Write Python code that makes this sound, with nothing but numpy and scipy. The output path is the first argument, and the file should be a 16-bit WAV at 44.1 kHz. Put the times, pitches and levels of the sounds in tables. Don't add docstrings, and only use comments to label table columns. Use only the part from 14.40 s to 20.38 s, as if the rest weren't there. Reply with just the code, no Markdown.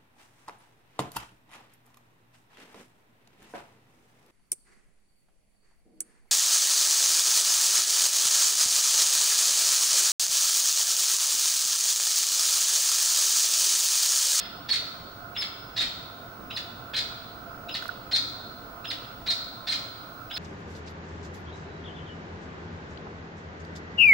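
import sys
import numpy as np
from scipy import signal
from scipy.fft import rfft, irfft, next_fast_len
from scipy.io import wavfile
from scipy.ndimage import uniform_filter1d, map_coordinates

SR = 44100
rng = np.random.default_rng(int(sys.argv[2]) if len(sys.argv) > 2 else 0)


def waveform_to_disk(signal):
    frames = np.transpose(np.atleast_2d(signal))
    scaled = np.clip(frames, -1, 1) * 32767
    samples = np.round(scaled).astype(np.int16)
    wavfile.write(sys.argv[1], SR, samples)


def natural_amplitude(level_db):
    exponent = np.asarray(level_db, float) / 20
    return 10 ** exponent


N = 263718
LEAD = SR // 4

# f/Hz, level/dB
GRIP_COLOUR = [(5000, 3), (8500, -7), (11000, -8), (13500, 3), (15500, -20)]


def unit(x):
    return x / np.sqrt(np.mean(x ** 2) + 1e-20)


def along(points, hz):
    f, v = np.transpose(points)
    return np.interp(np.log(hz + 1), np.log(f + 1), v)


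def filtered(x, response):
    n = x.shape[-1]
    m = next_fast_len(n + 4096)
    return irfft(rfft(x, m) * response(np.fft.rfftfreq(m, 1 / SR)), m)[..., :n]


def resonances(modes, f):
    total = 0
    for k, (centre, width, db) in enumerate(modes):
        total = total + (-1) ** k * natural_amplitude(db) * 1j * f * width / (centre * centre - f * f + 1j * f * width)
    return total


def wobble(rate, size):
    knots = rng.standard_normal(int(size * rate / SR) + 4)
    return map_coordinates(knots, [np.arange(size) * rate / SR])


def left_right(left, right):
    return np.array([[left], [right]])


def add(track, s, sound):
    part = track[..., LEAD + round(s * SR):][..., :sound.shape[-1]]
    part += sound[..., :part.shape[-1]]


def rush(spectrum, patchy_db):
    # f/Hz, correlation
    alike = [(60, 0.9), (130, 0.9), (290, 0.76), (640, 0.6), (1410, -0.019), (3100, -0.21), (6820, 0.013),
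             (15000, 0.0068)]
    # f/Hz, level/dB
    tilt = [(60, 0), (110, -1.5), (200, -1.5), (380, -2), (700, -3), (1290, -11.5), (2380, -2.5),
            (4400, -1.5), (8120, 0), (15000, -2)]
    z = signal.stft(rng.standard_normal((2, N)), nperseg=512)[2]
    field = uniform_filter1d(rng.standard_normal(z.shape[1:]), size=5, axis=0)
    field = uniform_filter1d(field, size=14, axis=1)
    pair = signal.istft(z * natural_amplitude(patchy_db * unit(field)), nperseg=512)[1][:, :N]

    def mid_side(hz):
        turn = np.arccos(np.clip(along(alike, hz), -1, 1)) / 2
        return natural_amplitude(along(spectrum, hz)) * [np.cos(turn), np.sin(turn)]

    mid, side = filtered(pair, mid_side)
    lean = lambda hz: natural_amplitude(np.outer([.5, -.5], along(tilt, hz)))
    return unit(filtered(np.array([mid + side, mid - side]), lean))


def traffic():
    # f/Hz, level/dB per Hz
    hum_spectrum = [(15, -13), (40, -4), (65, -5), (115, -5.5), (170, -4), (295, -4.5), (400, -8.5),
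                    (680, -6.5), (900, -10), (1180, -11), (1300, -3), (1520, -4), (1620, -45), (2200, -120)]
    # f/Hz, level/dB per Hz
    hiss_spectrum = [(1000, -69), (1550, 2), (2200, -1), (3200, -4.5), (5000, -5), (7000, -14),
                     (11000, -16), (13800, -16), (14700, -21), (15100, -8), (15600, -17)]
    # t/s, level/dB
    road = [(0, -48.5), (1, -50), (2, -49), (3, -48.5), (4, -49), (6, -49.5)]
    s, road_db = np.transpose(road)
    swell = natural_amplitude(np.interp(np.arange(N) / SR, s, road_db))
    hum = rush(hum_spectrum, patchy_db=1.0)
    low = filtered(hum, lambda f: 1 / (1 + (f / 450) ** 4))
    layers = natural_amplitude(-0.8) * unit(low) + natural_amplitude(3.5) * unit(hum - low)
    return swell * layers + natural_amplitude(-56.0) * rush(hiss_spectrum, patchy_db=.5)


def drones():
    # f/Hz, width/Hz, level/dB
    road_tones = [(114.2, 23, -55.5), (290.4, 14.6, -61.5), (691, 44.5, -54.5), (878, 11, -74),
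                  (1059.5, 40, -58.5)]

    def bands(f):
        return sum(natural_amplitude(db) * np.sqrt(1500 / w) * np.exp(-((f - hz) / w) ** 2) for hz, w, db in road_tones)

    return filtered(rush([(50, 0), (1500, 0), (1600, -120)], patchy_db=2), bands)


def whine():
    # f/Hz, level/dB rms
    tones = [(15635, -54.5)]
    hz, db = tones[0]
    phase = 2 * np.pi * hz * np.arange(N) / SR + .1 * wobble(20, N)
    level = natural_amplitude(db + 0.3 * wobble(0.39, N) + .35 * wobble(130, N))
    return np.sqrt(2) * level * natural_amplitude(left_right(2.9, -4.2)) * np.sin(phase + left_right(.25, -.25))


def handling():
    # t/s, peak level/dB, f/Hz, t60/s, left minus right/dB
    knocks = [
        (3.4241, -31, 1474, 0.027, -25),
        (3.456, -21.5, 1330, 0.0048, -36),
        (3.491, -22, 1460, 0.024, -24.5),
        (5.8165, -34, 1330, 0.039, -18),
    ]
    # t/s, peak level/dB, left minus right/dB
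    ticks = [
        (3.425, -37, -13),
        (3.454, -46, -8),
        (3.461, -43, -8),
        (3.481, -36, -17),
    ]
    # start t/s, length/s, level/dB
    stroke = (3.40, 0.097, -50.5)
    body, t = np.zeros((2, LEAD + N)), np.arange(SR // 20) / SR
    for s, db, hz, t60_s, pan_db in knocks:
        ring = natural_amplitude(db - 60 * t / t60_s) * (1 - np.exp(-t / 0.0016)) * np.sin(2 * np.pi * hz * t)
        add(body, s, natural_amplitude(left_right(pan_db / 2, -pan_db / 2)) * ring)
    for s, db, pan_db in ticks:
        burst = natural_amplitude(-60 * t / 0.0074) * rng.standard_normal(len(t))
        snap = filtered(burst, lambda f: natural_amplitude(along(GRIP_COLOUR, f)) * (f > 4000))
        add(body, s, natural_amplitude(db + left_right(pan_db / 2, -pan_db / 2)) * snap / np.abs(snap).max())
    start_s, length_s, rub_db = stroke
    n = round(length_s * SR)
    rub = np.hanning(n) * natural_amplitude(5 * wobble(300, n)) * rng.standard_normal((2, n))
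    add(body, start_s, natural_amplitude(rub_db) * filtered(rub, lambda f: natural_amplitude(along(GRIP_COLOUR, f)) * (f > 5500)))
    return body[:, LEAD:]


def calls():
    # start t/s, slide t/s, opening rasp length/s, whistle level/dB, rasp level/dB
    light = [
        (-.150, -0.089, 0.027, -28, -30),
        (0.947, 1.011, 0.033, -28, -34.5),
        (2.101, 2.162, .016, -42.5, -36.5),
        (3.284, 3.341, 0.015, -40, -35.5),
        (4.442, 4.501, 0.017, -40, -36),
        (5.897, 5.96, 0.024, -38.5, -37),
    ]
    # start t/s, slide t/s, top f/Hz, hold/s, level/dB
    gruff = [
        (0.285, 0.323, 4400, 0.02, -23.5),
        (1.359, 1.396, 3760, 0.0099, -23.5),
        (5.266, 5.303, 4187, .014, -25),
    ]
    # start t/s, slide t/s, top f/Hz, hold/s, level/dB
    clear = [
        (3.71, 3.745, 4233, 0.021, -22.5),
        (4.861, 4.898, 4205, .022, -24.5),
    ]
    # start t/s, slide t/s, top f/Hz, hold/s, level/dB
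    steady = [
        (2.533, 2.561, 4195, .013, -27),
    ]
    rows = []
    for s, at, length, db, rasp_db in light:
        over_faint_db = db + 42
        top_hz = 5110 + 4 * over_faint_db
        hold = .024 + .45 * length
        slide_db = rasp_db + 9.5 - 0.42 * over_faint_db
        rows.append(("light", s, at, top_hz, hold, db, slide_db, rasp_db, length))
    full_hold_s, loss_db_per_s, overlap_s = .024, 1100, .006
    for kind, table in (("gruff", gruff), ("clear", clear), ("steady", steady)):
        for s, at, top_hz, hold, db in table:
            slide_db = db - loss_db_per_s * (full_hold_s - hold)
            rows.append((kind, s, at, top_hz, hold, db, slide_db, db, at - s - hold + overlap_s))
    return sorted(rows, key=lambda row: row[1])


def whistle(hold, top_hz, hold_db, slide_db, overtone_db, below):
    slide_s, end_hz = .008, 3450
    t = np.arange(round((hold + slide_s) * SR)) / SR
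    climb = 1 - below * np.exp(-t / .004)
    down = np.clip((t - hold) / slide_s, 0, 1)
    hz = climb * (top_hz + (end_hz - top_hz) * down ** .7) * (1 + .004 * wobble(300, len(t)))
    phase = 2 * np.pi * np.cumsum(hz) / SR
    steps_s = [0, .6 * hold, hold, hold + .4 * slide_s, hold + slide_s]
    swell_db = np.interp(t, steps_s, [hold_db - 11, hold_db, hold_db - 3, slide_db, slide_db - 6])
    edges = np.clip(np.minimum(t, t[::-1]) / .0015, 0, 1)
    overtone = natural_amplitude(overtone_db - 6 * down - 14 * np.exp(-t / (.3 * hold))) * np.sin(2 * phase)
    return np.sqrt(2) * edges * natural_amplitude(swell_db + 1.2 * wobble(250, len(t))) * (np.sin(phase) + overtone)


def rasp(length, rate_hz, rough, db, throat, hiss_db, opening):
    # f/Hz, width/Hz, level/dB
    throat_low = [(1790, 1050, -3.5), (2690, 1510, 2.5), (3223, 942, 6.5), (3890, 870, 1.5),
                  (5330, 1160, -13)]
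    # f/Hz, width/Hz, level/dB
    throat_high = [(2007, 500, -16.5), (3598, 397, -0.5), (4190, 516, 4.5), (5120, 1070, -3),
                   (7080, 1500, -16), (10300, 1100, -25.5)]
    # f/Hz, width/Hz, level/dB
    beak = [(6750, 1300, -2.5), (9100, 3600, -6.5), (11560, 2000, -8)]
    n = round((length + .01) * SR)
    t, throat = np.arange(n) / SR, np.clip(throat, 0, 1)
    broken = t / .014
    if opening:
        rough = rough * np.clip(broken, min(2.6 * throat - .6, 1), 1.3) ** 1.5
        shape = np.interp(t / length, [0, .15, .7, 1], [0, .5, 1, 0])
    else:
        shape = np.interp(t / length, [0, .15, .7, 1], [0, .85, .85, 0])
    climb = .45 * (1 - throat) ** 2 * np.minimum(broken, 1)
    cycle = np.cumsum(rate_hz * (1 + climb + .3 * rough * wobble(600, n))) / SR
    slaps = np.exp(16 * (np.cos(2 * np.pi * cycle) - 1)) * natural_amplitude(5 * rough * wobble(700, n))
    slaps = slaps * (1 + .8 * np.clip(broken - .5, 0, 1) * (throat < .42) * np.cos(np.pi * cycle))
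    air = unit((.5 + unit(slaps)) * rng.standard_normal(n))
    source = unit(slaps - slaps.mean()) + 1.05 * rough * air

    def tract(f):
        modes = (1 - throat) * resonances(throat_low, f) + throat * resonances(throat_high, f)
        return modes * (1j * f / 1400) ** 2 / (1 + 1j * f / 1400) ** 2 / (1 + 1j * f / 7000) ** 2

    breath = shape ** 2 * (.5 * air + rng.standard_normal(n))
    hiss = filtered(breath, lambda f: resonances(beak, f) * (f < 13000))
    return natural_amplitude(db) * (unit(filtered(shape * source, tract)) + natural_amplitude(hiss_db) * unit(hiss))


def tail(decays, onset):
    hz, t, z = signal.stft(rng.standard_normal((2, SR)), SR, nperseg=256)
    x = signal.istft(z * natural_amplitude(-60 * t / along(decays, hz)[:, None]), SR, nperseg=256)[1]
    n = x.shape[1]
    x = x * np.clip(np.arange(n) / SR / onset, 0, 1) * natural_amplitude(0.5 * wobble(94, n))
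    return x / np.linalg.norm(x[0])


def surroundings(voice):
    # f/Hz, t60/s
    near = [(1500, 0.091), (4000, 0.31), (8000, 0.28), (12000, 0.19)]
    # f/Hz, t60/s
    far = [(1500, 0.72), (2500, 0.98), (4200, 1), (6000, 0.88), (10000, 0.64)]
    # delay/s, left level/dB, right level/dB
    walls = [(.009, -37, -38), (.0175, -6.5, -31), (.025, -16, -12), (.033, -39, -11), (.045, -35, -21),
             (.135, -45, -16.5)]
    heard = np.zeros((2, LEAD + N))
    for _, _, at, *_ in calls():
        start_s = at - .075
        call = voice[LEAD + round(start_s * SR):][:round(.15 * SR)]
        echoes = natural_amplitude(1.0) * tail(near, onset=0.0017) + natural_amplitude(-3.5) * tail(far, onset=0.028)
        add(heard, start_s, signal.fftconvolve(call[None], echoes, axes=1))
    for delay_s, left_db, right_db in walls:
        add(heard, delay_s - LEAD / SR, natural_amplitude(left_right(left_db, right_db)) * voice)
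    return filtered(heard, lambda f: 1 / (1 + (1j * f / 13000)))


def partridge():
    opening = {"light": (1238, 0.54, -4, 0.28, -33), "gruff": (854.5, 0.32, -9.5, 0.7, -24.5),
               "clear": (871, .5, -13, 0.66, -28), "steady": (759.5, .55, -9, .47, -27)}
    closing = {"light": (0.0178, 854.5, 0.6, 0.4, 0.6, -21.5), "gruff": (0.044, 690, 0.88, -8.5, .67, -20),
               "clear": (.031, 825, 0.64, -6.5, 0.8, -20), "steady": (.042, 858, 0.47, -4, 0.73, -20)}
    close_after_s = {"light": .005, "gruff": .0015, "clear": .0015, "steady": -.001}
    overtone_db = {"light": -24.5, "gruff": -19.5, "clear": -26.5, "steady": -28}
    climb = {"light": .08, "gruff": .05, "clear": .17, "steady": .17}
    beamed_db = {"light": -5, "gruff": -.1, "clear": -.1, "steady": -3}
    voice, beam = np.zeros(LEAD + N), np.zeros(LEAD + N)
    for kind, s, at, top_hz, hold, db, slide_db, rasp_db, length in calls():
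        tone = whistle(hold, top_hz, db, slide_db, overtone_db[kind], climb[kind])
        spread = natural_amplitude(beamed_db[kind])
        add(voice, at - hold, spread * tone)
        add(beam, at - hold, (1 - spread) * tone)
        rate_hz, rough, over_db, *colour = opening[kind]
        add(voice, s, rasp(length, rate_hz, rough, rasp_db + over_db, *colour, opening=True))
        length, rate_hz, rough, over_db, *colour = closing[kind]
        last = rasp(length, rate_hz, rough, rasp_db + over_db, *colour, opening=False)
        add(voice, at + close_after_s[kind], last)
    direct = natural_amplitude(left_right(-1.1, .4)) * (voice + beam)
    return (surroundings(voice) + direct)[:, LEAD:]


def scene():
    return traffic() + drones() + whine() + handling() + partridge()


def band_limit(x):
    return signal.sosfilt(signal.butter(12, 16280, fs=SR, output="sos"), x)


def record(dry):
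    mix = filtered(dry, lambda f: f < 15800)
    return band_limit(mix)


dry = scene()
out = record(dry)
waveform_to_disk(out)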